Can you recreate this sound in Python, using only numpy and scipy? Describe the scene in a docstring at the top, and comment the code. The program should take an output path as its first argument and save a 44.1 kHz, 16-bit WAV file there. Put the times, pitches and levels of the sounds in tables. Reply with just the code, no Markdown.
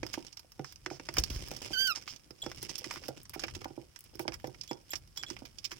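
"""In a cloth-hung cage, small parrots feed on seed strewn over a board floor, close to a hand-held two-port recorder.
Beaks and claws crack husks and scrape (bursts of uneven noise); feet and beaks knock the board and a metal
fitting tinkles (dying sines). One bird flies up, thumping the frame and fanning air over the ports; one calls
once (a stack of partials). Seed rustles in tiny noise puffs over a faint hush. The right port rings near 5 kHz."""
import sys
import numpy as np
from scipy import signal
from scipy.fft import rfft, irfft, next_fast_len
from scipy.io import wavfile
from scipy.ndimage import uniform_filter1d

SR = 44100
rng = np.random.default_rng(int(sys.argv[2]) if len(sys.argv) > 2 else 0)


def output_pcm(signal):
    """Save a mono or channel-first signal as 16-bit PCM at the path in sys.argv[1].

    Samples are clipped to [-1, 1] before scaling.
    """
    pcm = np.clip(np.atleast_2d(signal).T, -1, 1) * 32767
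    wavfile.write(sys.argv[1], SR, np.round(pcm).astype(np.int16))


N = 255339
T = np.arange(N) / SR


def amp(db):
    """Gain of a level in dB."""
    return 10 ** (np.asarray(db) / 20)


def unit(x):
    """Scales a sound to an rms of 1."""
    return x / np.sqrt(np.mean(x ** 2))


def fade(t, t60_s):
    """Natural dying away: down by 60 dB after t60_s seconds."""
    return np.exp(-np.log(1000) * t / t60_s)


def band(x, lo_hz, hi_hz, order=2):
    """Keeps the band between two frequencies."""
    edges_hz = [lo_hz, min(hi_hz, .45 * SR)]
    return signal.sosfilt(signal.butter(order, edges_hz, "band", fs=SR, output="sos"), x)


def colour(x, points):
    """Shapes the spectrum by (Hz, dB) points."""
    hz, db = np.transpose(points)
    size = next_fast_len(x.shape[-1])
    f = np.arange(size // 2 + 1) * SR / size + 1  # the 1 avoids log(0)
    gain = amp(np.interp(np.log(f), np.log(hz), db))
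    return irfft(rfft(x, size) * gain, size)[..., :x.shape[-1]]


def walk(rate):
    """Random level that glides to a new value rate times a second; spread near 1."""
    hold = int(SR / rate)
    steps = np.repeat(rng.standard_normal(N // hold + 1), hold)
    return 1.2 * uniform_filter1d(steps, hold)[:N]


# When the left port hears a sound, against the right one, as the recorder tilts up; below 0 is earlier.
# Each row: time in seconds, lag in samples.
LEFT_LAG = [(0, -5), (1.2, -2), (2.6, -3), (3.2, 6), (4, 12), (5.8, 11)]


def add(bus, s, sound, pan_db):
    """Lays a sound on both ports: the lean sets their levels, the tilt shifts the left one in time."""
    lag = int(np.interp(s, *np.transpose(LEFT_LAG)))
    left = (0, int(s * SR) + lag, amp(pan_db / 2))
    right = (1, int(s * SR), amp(-pan_db / 2))
    for ch, start, gain in (left, right):
        part = sound[ch % len(sound)][:N - start]
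        bus[ch, start:start + len(part)] += gain * part


def ring(modes, db, seconds, detune):
    """A struck body: a sum of dying sines, slightly retuned at each blow; peak 1."""
    t = np.arange(int(seconds * SR))[:, None] / SR
    hz, _, t60 = np.transpose(modes)
    hz = hz * (1 + detune * rng.standard_normal(len(hz)))
    sign = (-1) ** np.arange(len(hz))  # neighbouring modes start in opposite phase
    swell = np.minimum(t * 1000, 1)  # the blow takes a millisecond
    sines = np.sin(2 * np.pi * hz * t) * fade(t, np.maximum(t60, .005))
    y = (sign * swell * amp(db) * sines).sum(axis=1)
    return y / np.abs(y).max()


def husks(events, shape):
    """Noise bursts of uneven splinters under an outline; three bands tell what is bitten or scraped."""
    low, mid, high = np.zeros((3, 2, N))
    t_ms = np.arange(int(.08 * SR)) * 1000 / SR
    for s, db, low_db, high_db, pan_db, ms in events:
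        steps = np.repeat(rng.standard_normal(len(t_ms) // 40 + 1), 40)[:len(t_ms)]
        splinters = amp(1.9 * steps - 0.5)
        shared, own = rng.standard_normal(len(t_ms)), rng.standard_normal((2, len(t_ms)))
        burst = (shared + 0.69 * own) * shape(t_ms, ms, splinters) * amp(db)
        lean_db = pan_db + 0.5  # the ringing right port supplies this much of the lean
        add(low, s, burst * amp(low_db), lean_db + 5.0)
        add(mid, s, burst, lean_db)
        add(high, s, burst * amp(high_db), 0.066 * lean_db)
    low = amp(10) * band(low, 878, 3820)
    mid = amp(-3.5) * band(mid, 2855, 6910)
    high = amp(6.5) * band(high, 7200, 17700)
    return low + mid + high


# Cracks by beaks and claws; the levels and the lean are settings, which husks() trims in each band.
# Each row: start in seconds, middle-band level in dB, low and high bands against it in dB,
# lean to the left port in dB.
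CRACKS = [(.0312, -37, 2, -17, -16), (.0652, -27.5, -16, -19, -9.5), (.1101, -50, -23, -28, -5),
          (.139, -26.5, -0.5, -25, -10), (.2669, -36.5, -22, -37, -26), (.3274, -42.5, -22, -40, -33),
          (.3707, -30.5, -21, -23, -11), (.3937, -33, -22, -18, -4), (.5193, -35, -18, -16, -6.5),
          (.5936, -39.5, -3.5, -16, -9), (.6452, -28, -11, -26, -9.5), (.7236, -40.5, -14, -10, -19),
          (.7587, -31, -23.5, -25, -12), (.8616, -26.5, -3.5, -22, -8), (.902, -30.5, -10, -23, -8),
          (.9969, -32.5, -4.5, -23, -7.5), (1.0878, -27.5, -1.5, -21, -8), (1.139, -32.5, -19, -6, -18),
          (1.1682, -28.5, -0.5, -8.5, -12), (1.1834, -5.5, -24.5, -21.5, 2),
          (1.2372, -13.5, -21.5, -17.5, -11), (1.3014, -23, -39, -21, -5), (1.4839, -28, -16, -11, -11),
          (1.514, -23.5, -16.5, -15.5, 1), (1.5648, -29, -18.5, -13.5, -12.5),
          (1.6168, -41.5, -18, -8, -19), (1.9584, -27.5, -35, -31, -18.5), (2.023, -31.5, -16.5, -24, -7),
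          (2.0769, -44, 9.5, -18, -11), (2.162, -31.5, -37, -23, -10), (2.3074, -35, -12, -17, -9.5),
          (2.4183, -42.5, -24, -4.5, 1), (2.463, -28.5, -8, -19, -10.5), (2.5154, -28.5, -8, -18, -5),
          (2.5593, -37, -16, -15, -7), (2.6275, -33.5, -16.5, -1.3, -23), (2.6935, -26.5, -16.5, -25, -10),
          (2.7548, -19.5, -28, -40, -10), (2.8426, -32.5, -3.5, -42, -12), (2.909, -27, -5.5, -46, -9),
          (2.9589, -39, 6, -17, -5), (3.037, -43, -1, -19, -11), (3.0824, -25, -18, -15.5, -10),
          (3.2315, -55, -5, 4.5, -6), (3.254, -33, -16.5, -34, -6.5), (3.2946, -42, -16, -1, -27),
          (3.3944, -22, -17, -56, -10), (3.4366, -32, 2.5, -14.5, -10), (3.4817, -45.5, 5.5, -22, -14),
          (3.5506, -26, -19.5, -27, -11), (3.6155, -39.5, -4, -20, -9), (3.6443, -28, -3.5, -14.5, -2.5),
          (3.9608, -35.5, -12.5, -46, -20), (3.9904, -59, -11, 10.5, -3), (4.0065, -45, -21, -1, -25),
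          (4.04, -47.5, -16, -2.5, -18), (4.154, -41, -14, -10, -19), (4.1935, -34.5, 0, -5, -13.5),
          (4.2794, -29, 3.8, -19, -14), (4.3214, -38.5, -0.5, -23, -11), (4.341, -26, -21, -42, -5),
          (4.3989, -48.5, -5, -8.5, -19), (4.4425, -45, 3, -13, -2), (4.4716, -40, -14.5, -7.5, -23),
          (4.5447, -52.5, 1.8, -17, -19.5), (4.612, -27, -38, -36, -11), (4.635, -37.5, -17, -14, -19),
          (4.6766, -35.5, -34, -18, -13.5), (4.712, -32, -4, -18, -7), (4.7311, -28, -43, -26, -4),
          (4.9172, -31.5, -42, -20, -19), (4.9339, -24, -4.5, -27, -7.5), (4.9558, -24.5, -23, -42, -16),
          (5.0759, -45, -30, -19, -9), (5.173, -27, -17.5, -15.5, -13.5), (5.2278, -32.5, -18, -18, -17),
          (5.2345, -32, 1, -21, -12.5), (5.301, -27, -10.5, -24, -14), (5.3656, -46.5, 3, -15, -16),
          (5.4525, -50.5, 0.5, -22, -13), (5.5853, -35, -26, -55, -26.5), (5.6475, -36, -7, -40, -8),
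          (5.7165, -29.5, -3.5, -42, -4)]
CRUNCH_MS, CRUNCH_SPREAD = 2.74, 0.29  # typical decay of the splinters; it varies from crack to crack
SNAP_DB, SNAP_MS = 3.5, 0.09  # the snap over the splinters, and its decay


def cracks():
    """A breaking husk: a sharp snap, then dying splinters."""
    decay_ms = CRUNCH_MS * np.exp(CRUNCH_SPREAD * rng.standard_normal(len(CRACKS)))

    def shape(t_ms, ms, splinters):
        crunch = splinters * np.minimum(t_ms, 1) * np.exp(-t_ms / np.clip(ms, .4, 20))
        return crunch + amp(SNAP_DB) * np.exp(-t_ms / SNAP_MS)

    return husks(np.column_stack([CRACKS, decay_ms]), shape)


# Claws and beaks dragging through seed; levels and lean are settings as for the cracks.
# Each row: start in seconds, middle-band level in dB, low and high bands against it in dB,
# lean to the left port in dB, length of the outline in ms (all stop by 80 ms).
SCRAPES = [(.13, -39.5, -39, -17, -18, 19), (.645, -51, -22, -28, -7.5, 88), (.904, -50, -16, -25, -9, 76),
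           (1.14, -50, -12.5, -25, -7, 120), (1.195, -36.5, -13.5, -5.5, -15, 7.9),
           (1.3, -44.5, -18, -17.5, -6.5, 230), (1.87, -35.5, -27, -10, -25, 11.5),
           (1.948, -38.5, -16.5, -31, -5.5, 38), (2.074, -39.5, -30, -25, -4.5, 49),
           (2.615, -51.5, -28, -15, -25, 37), (2.69, -42, -28, -34, -16, 22),
           (2.778, -44, -22, -8.5, -22.5, 17), (2.915, -50, -12, -12, -15, 42),
           (2.965, -58, 3.5, -11, -11, 18.5), (3.035, -54.5, -22, -20, -4, 54),
           (3.333, -53.5, -2.5, -3.5, -22.5, 22.4), (4.2, -58, -25, -3.5, -26, 35),
           (4.33, -49.5, -6.5, -13, -14, 24), (4.95, -56, -13, -8.5, -13, 37),
           (5.158, -50, -13.5, -21, -10, 45), (5.3, -40, -18, -27, -1, 8.8),
           (5.45, -42.5, -47, -20.5, -10.5, 14), (5.641, -31.5, -66, -24, -9.5, 21),
           (5.708, -47.5, -8.5, -17, -15.5, 30)]


def scrapes():
    """Dragging through seed: a quick swell, a held crunch and an abrupt end."""
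    def shape(t_ms, ms, splinters):
        return splinters * np.minimum(t_ms / 4, 1) * np.exp(-(t_ms / ms) ** 4)

    return amp(4) * husks(SCRAPES, shape)


# Clear knocks on the board.
# Each row: start in seconds, strength in dB, boost of the modes above 450 Hz in dB.
KNOCKS = [(.03, -26, -6), (0.176, -25, -12.5), (0.593, -27.5, -17.5), (.862, -36.5, -19.5),
          (.912, -27.5, -16), (.998, -35.5, -7), (1.088, -30, -13.5), (1.18, -25, -10.5), (1.301, -40, -15),
          (1.514, -33, -10), (1.616, -40.5, -3), (1.706, -33, -14), (1.972, -45, -11), (2.305, -42, -20.5),
          (2.434, -38.5, -7), (2.463, -26.5, -13.5), (2.628, -40.5, -24), (2.693, -48, -28),
          (2.816, -46, -7), (2.864, -38.5, -19), (2.965, -47.5, -25), (3.087, -27, -10), (3.36, -32, -12),
          (3.435, -31.5, -10), (3.564, -38.5, -17.5), (3.614, -38.5, -13), (3.656, -26, -9),
          (3.705, -38.5, -14), (3.777, -31, -20.5), (4.151, -44, -37), (4.197, -26.5, -9),
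          (4.252, -33, -10.5), (4.281, -26.5, -11), (4.442, -26, -10.5), (4.476, -35.5, -18),
          (4.711, -24.5, -13.5), (4.934, -36.5, -14), (5.235, -45.5, -17), (5.309, -38, -43),
          (5.42, -35, -13), (5.721, -48.5, -30)]
KNOCK_PAN_DB, KNOCK_DRIFT_DB_PER_S = -7, -1.02  # the board slides to the right as the recorder tilts
PATTER_DB, PATTER_SPREAD_DB, PATTERS = -56.5, 5.5, 24  # softest footfall, half the range above it, count


def blows():
    """Lists the clear knocks, then faint footfalls at chance moments from anywhere on the board."""
    found = []
    for s, db, bright_db in KNOCKS:
        found.append((s, db, bright_db, KNOCK_PAN_DB + KNOCK_DRIFT_DB_PER_S * s))
    for when, size, dull, side in rng.random((PATTERS, 4)):
        s = .01 + when * T[-1] * .97
        found.append((s, PATTER_DB + 2 * PATTER_SPREAD_DB * size, -20 * dull, 30 * side - 15))
    return found


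# The tones of the board. Each row: frequency in Hz, level in dB, time to die by 60 dB in seconds.
BOARD = [(129.6, -15, 0.16), (191, -7, 0.018), (317.4, 0.5, 0.033), (406, -2, 0.022), (473, 12.5, 0.022),
         (684, 11, 0.017), (784, 14, 0.015), (825, 16, 0.017), (1422, 5, 0.041)]


def knocks():
    """A soft push with a few rattling bounces rings the board at a new spot; the hollow below rumbles on."""
    out, (hz, db, _) = np.zeros((2, N)), np.transpose(BOARD)
    for s, strength_db, bright_db, pan_db in blows():
        spot_db = db + 3.23 * rng.standard_normal(len(hz)) + (hz > 450) * bright_db
        contact = np.zeros(int(.022 * SR))
        contact[rng.integers(60, len(contact), 4)] = 0.16 * rng.standard_normal(4)  # bounces
        contact[0] = -1  # the first push
        soft_contact = np.convolve(contact, np.hanning(44) / 20)
        blow = np.convolve(soft_contact, ring(BOARD, spot_db, .15, .04))
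        add(out, s, amp(strength_db) * blow[None], pan_db)
    t = np.arange(int(.3 * SR)) / SR
    hollow = rng.standard_normal((2, len(t))) * fade(t, 0.21) * np.minimum(t / 0.03, 1)
    rumble = signal.fftconvolve(out, hollow, axes=1)[:, :N]
    return band(out + amp(-34) * rumble, 118, 2500)


# Taps on the metal fitting. Each row: start in seconds, strength in dB,
# brightness in dB per octave above the first tone in METAL, left minus right in dB.
TINKS = [(2.4185, -30.5, -11, -4.5), (4.6895, -38.5, -11, -7), (4.905, -34.5, 1, -9),
         (5.1741, -32, -9.5, -7), (5.264, -38, -17, -8.5)]
# The tones of the fitting. Each row: frequency in Hz, level in dB, time to die by 60 dB in seconds.
METAL = [(3510, -14, 0.059), (3385, 9.5, 0.17), (4020, 2, 0.1), (7300, 16, 0.13), (6850, 5, 0.15),
         (12780, 13.5, 0.11)]


def tinks():
    """Brief high ring of the metal fitting, its level chattering as it is nibbled."""
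    out, (hz, db, _) = np.zeros((2, N)), np.transpose(METAL)
    chatter = amp(4 * walk(200))
    for s, strength_db, upper_db, pan_db in TINKS:
        tap_db = db + np.log2(hz / hz[0]) * upper_db
        add(out, s, amp(strength_db) * ring(METAL, tap_db, .12, .003)[None], pan_db)
    return out * chatter


# The course of the one call. Each row: time in seconds, pitch in Hz, effort in dB,
# brightness in dB per partial, counted from the second.
CALL = [(1.735, 1576, -39.5, 0), (1.766, 1495, -43, -0.5), (1.791, 1555, -36.5, 0.5),
        (1.814, 1555, -34.5, 0.2), (1.84, 1592, -35.5, -0.5), (1.87, 1532, -39, 0.7), (1.89, 1473, -41, 0),
        (1.907, 1360, -38.5, 0.5), (1.925, 1246, -38.5, -1.3)]
# How the throat favours frequencies. Each row: frequency in Hz, gain in dB.
THROAT = [(1250, 1.5), (1470, 11), (1590, -4), (2600, -0.5), (3170, 7), (4000, 0.5), (4450, 1), (4680, 5.5),
          (5000, -2.5), (5950, -13), (6220, -5.5), (6500, -24), (7800, -15.5), (10500, -20.5),
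          (12500, -13.5), (14000, -16), (15500, -38)]
CALL_PAN_DB, CALL_LAG_S = -9.5, 0.00015  # left minus right, and how much later the left port hears it
CALL_ATTACK_S, CALL_RELEASE_S, CALL_EDGE_DB = 0.0069, 0.011, -34  # fades, and the level at their outer ends


def call():
    """Clean partials on a wavering, then falling pitch, coloured by the throat, with a quick slight tremble."""
    s, hz, effort_db, bright_db = np.transpose(CALL)
    start, end = s[0] - CALL_ATTACK_S, s[-1] + CALL_RELEASE_S
    out, pitch = np.zeros((2, N)), np.interp(T, s, hz)
    edges_db = np.interp(T, [start, s[0], s[-1], end], [CALL_EDGE_DB, 0, 0, CALL_EDGE_DB])
    level_db = np.interp(T, s, effort_db) + edges_db
    tilt_db = np.interp(T, s, bright_db)
    voiced = ((T > start) & (T < end)) * amp(walk(120))
    throat_hz, throat_db = np.transpose(THROAT)
    turns = np.cumsum(pitch) / SR
    for ch, lag, lean_db in ((0, CALL_LAG_S, CALL_PAN_DB / 2), (1, 0, -CALL_PAN_DB / 2)):
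        phase = 2 * np.pi * np.interp(T - lag, T, turns)
        for k in range(1, 12):
            db = level_db + np.interp(k * pitch, throat_hz, throat_db) + (k - 2) * tilt_db
            out[ch] += voiced * amp(db + lean_db) * np.sin(k * phase)
    return out


# Downstrokes of the take-off. Each row: start in seconds, strength in dB.
WING_BEATS = [(1.189, -24), (1.309, -32), (1.36, -28), (1.423, -40.5), (1.49, -43.5)]
# The cage frame's low thump. Each row: frequency in Hz, level in dB, time to die by 60 dB in seconds.
FRAME = [(56.4, 0, 0.093)]


def wing_beats():
    """Each downstroke thumps the cage frame, a low dying sine equally strong at both ports."""
    out = np.zeros((2, N))
    for s, strength_db in WING_BEATS:
        add(out, s, amp(strength_db) * ring(FRAME, 0, .2, .04)[None], 0)
    return band(out, 30, 310)


# Seed rustling under busy feet; the right port gets a little more than the left.
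# Each row: time in seconds, level in dB midway between the ports.
RUSTLE = [(0, -55.5), (.15, -50), (.45, -72.5), (.9, -64.5), (1.35, -49), (1.7, -49.5), (2.1, -57.5),
          (2.27, -68), (2.55, -51.5), (2.95, -50), (3.28, -65.5), (3.45, -52.5), (3.9, -67.5), (4.6, -61),
          (5.1, -71.5), (5.28, -52.5), (5.55, -65), (5.79, -55.5)]
# The colour of rustling husks. Each row: frequency in Hz, level in dB per Hz.
HUSK = [(150, 7.5), (350, 7.5), (900, -5.5), (2000, -5), (3000, 2.5), (5000, 0), (8000, -5), (12000, -17),
        (15000, -15)]


def rustle(rate=700, spread_db=4):
    """Dense tiny husk ticks of very uneven size, in clumps; each is a very short puff of noise."""
    sizes = amp(spread_db * np.minimum(rng.exponential(size=N), 4) + 3 * walk(60))
    ticks = (rng.random(N) < rate / SR) * sizes  # rate is ticks per second
    puffs = signal.lfilter([1], [1, -np.exp(-1 / (.001 * SR))], ticks)  # each dies in about 1 ms
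    shared, own = rng.standard_normal(N), rng.standard_normal((2, N))
    grains = unit(colour(puffs * (shared + 3.0 * own), HUSK))
    lean_db = np.array([[-2.5], [2.5]])
    return grains * amp(np.interp(T, *np.transpose(RUSTLE)) + lean_db)


# Air moving over the ports as the hand sways. Each row: time in seconds, level in dB.
DRAUGHT = [(0, -50), (.3, -68.5), (1, -56), (1.5, -55.5), (1.8, -63), (2.35, -67), (2.55, -53),
           (2.8, -64.5), (3.3, -61.5), (3.55, -50), (3.95, -68.5), (4.35, -54), (4.75, -64), (5.35, -58.5),
           (5.79, -65)]
PUFF_DB, PUFF_LATE_S, PUFF_S = -20, 0.012, 0.041  # a downstroke's gust: against its thump, delay, half length


def draught():
    """Low turbulent pressure, mostly common to both ports; each downstroke adds a puff."""
    shared, own = rng.standard_normal(N), rng.standard_normal((2, N))
    air = unit(band(shared + .8 * own, 36, 130)) * amp(2 * walk(14))
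    puffs = np.zeros(N)
    for s, db in WING_BEATS:
        puffs += amp(db + PUFF_DB) * np.exp(-((T - s - PUFF_LATE_S) / PUFF_S) ** 2)
    return air * (amp(np.interp(T, *np.transpose(DRAUGHT))) + puffs)


# The colour of the background. Each row: frequency in Hz, level in dB per Hz.
HUSH = [(59, -33), (100, -8), (328, -9.5), (1250, -4.5), (2690, -11.5), (4020, -3), (5420, -10.5),
        (7940, -9), (15000, -16), (16000, -14)]
HUSH_DB = -69


def hush():
    """Steady faint background noise, flickering a little."""
    return unit(colour(rng.standard_normal((2, N)), HUSH)) * amp(HUSH_DB + 0.5 * walk(12))


CAGE_T60_S, CAGE_DB = 0.059, -11.5  # the cage's tail: time to die by 60 dB, and level


def scene():
    """Sums all sources; the cloth walls return a short dull tail of the near ones."""
    near = cracks() + scrapes() + knocks() + tinks() + call() + rustle()
    t = np.arange(int(.3 * SR)) / SR
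    tail = band(rng.standard_normal((2, len(t))), 120, 8600, order=1)
    tail = tail * fade(t, CAGE_T60_S) * (t > .003)
    tail = tail / np.sqrt((tail ** 2).sum(axis=1, keepdims=True))
    walls = amp(CAGE_DB) * signal.fftconvolve(near, tail, axes=1)[:, :N]
    return near + walls + wing_beats() + draught() + hush()


# Each port's resonances and dips. Each row: frequency in Hz, width in Hz, gain in dB.
LEFT_PORT = [(4050, 2100, -9.5), (9640, 1400, 5)]
RIGHT_PORT = [(2360, 1050, 3), (3950, 2140, -8), (5295, 690, 11.5), (7900, 5060, -6.5)]
TOP_HZ = 16300


def record(dry):
    """Each port's cavity boosts or dips parts of what it hears; the recorder cuts the top."""
    out = []
    for heard, port in zip(dry, (LEFT_PORT, RIGHT_PORT)):
        for hz, width_hz, db in port:
            peak = signal.lfilter(*signal.iirpeak(hz, hz / width_hz, fs=SR), heard)
            heard = heard + (amp(db) - 1) * peak
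        out.append(heard)
    return signal.sosfilt(signal.ellip(10, .2, 60, TOP_HZ, fs=SR, output="sos"), np.array(out))


dry = scene()
out = record(dry)
output_pcm(out)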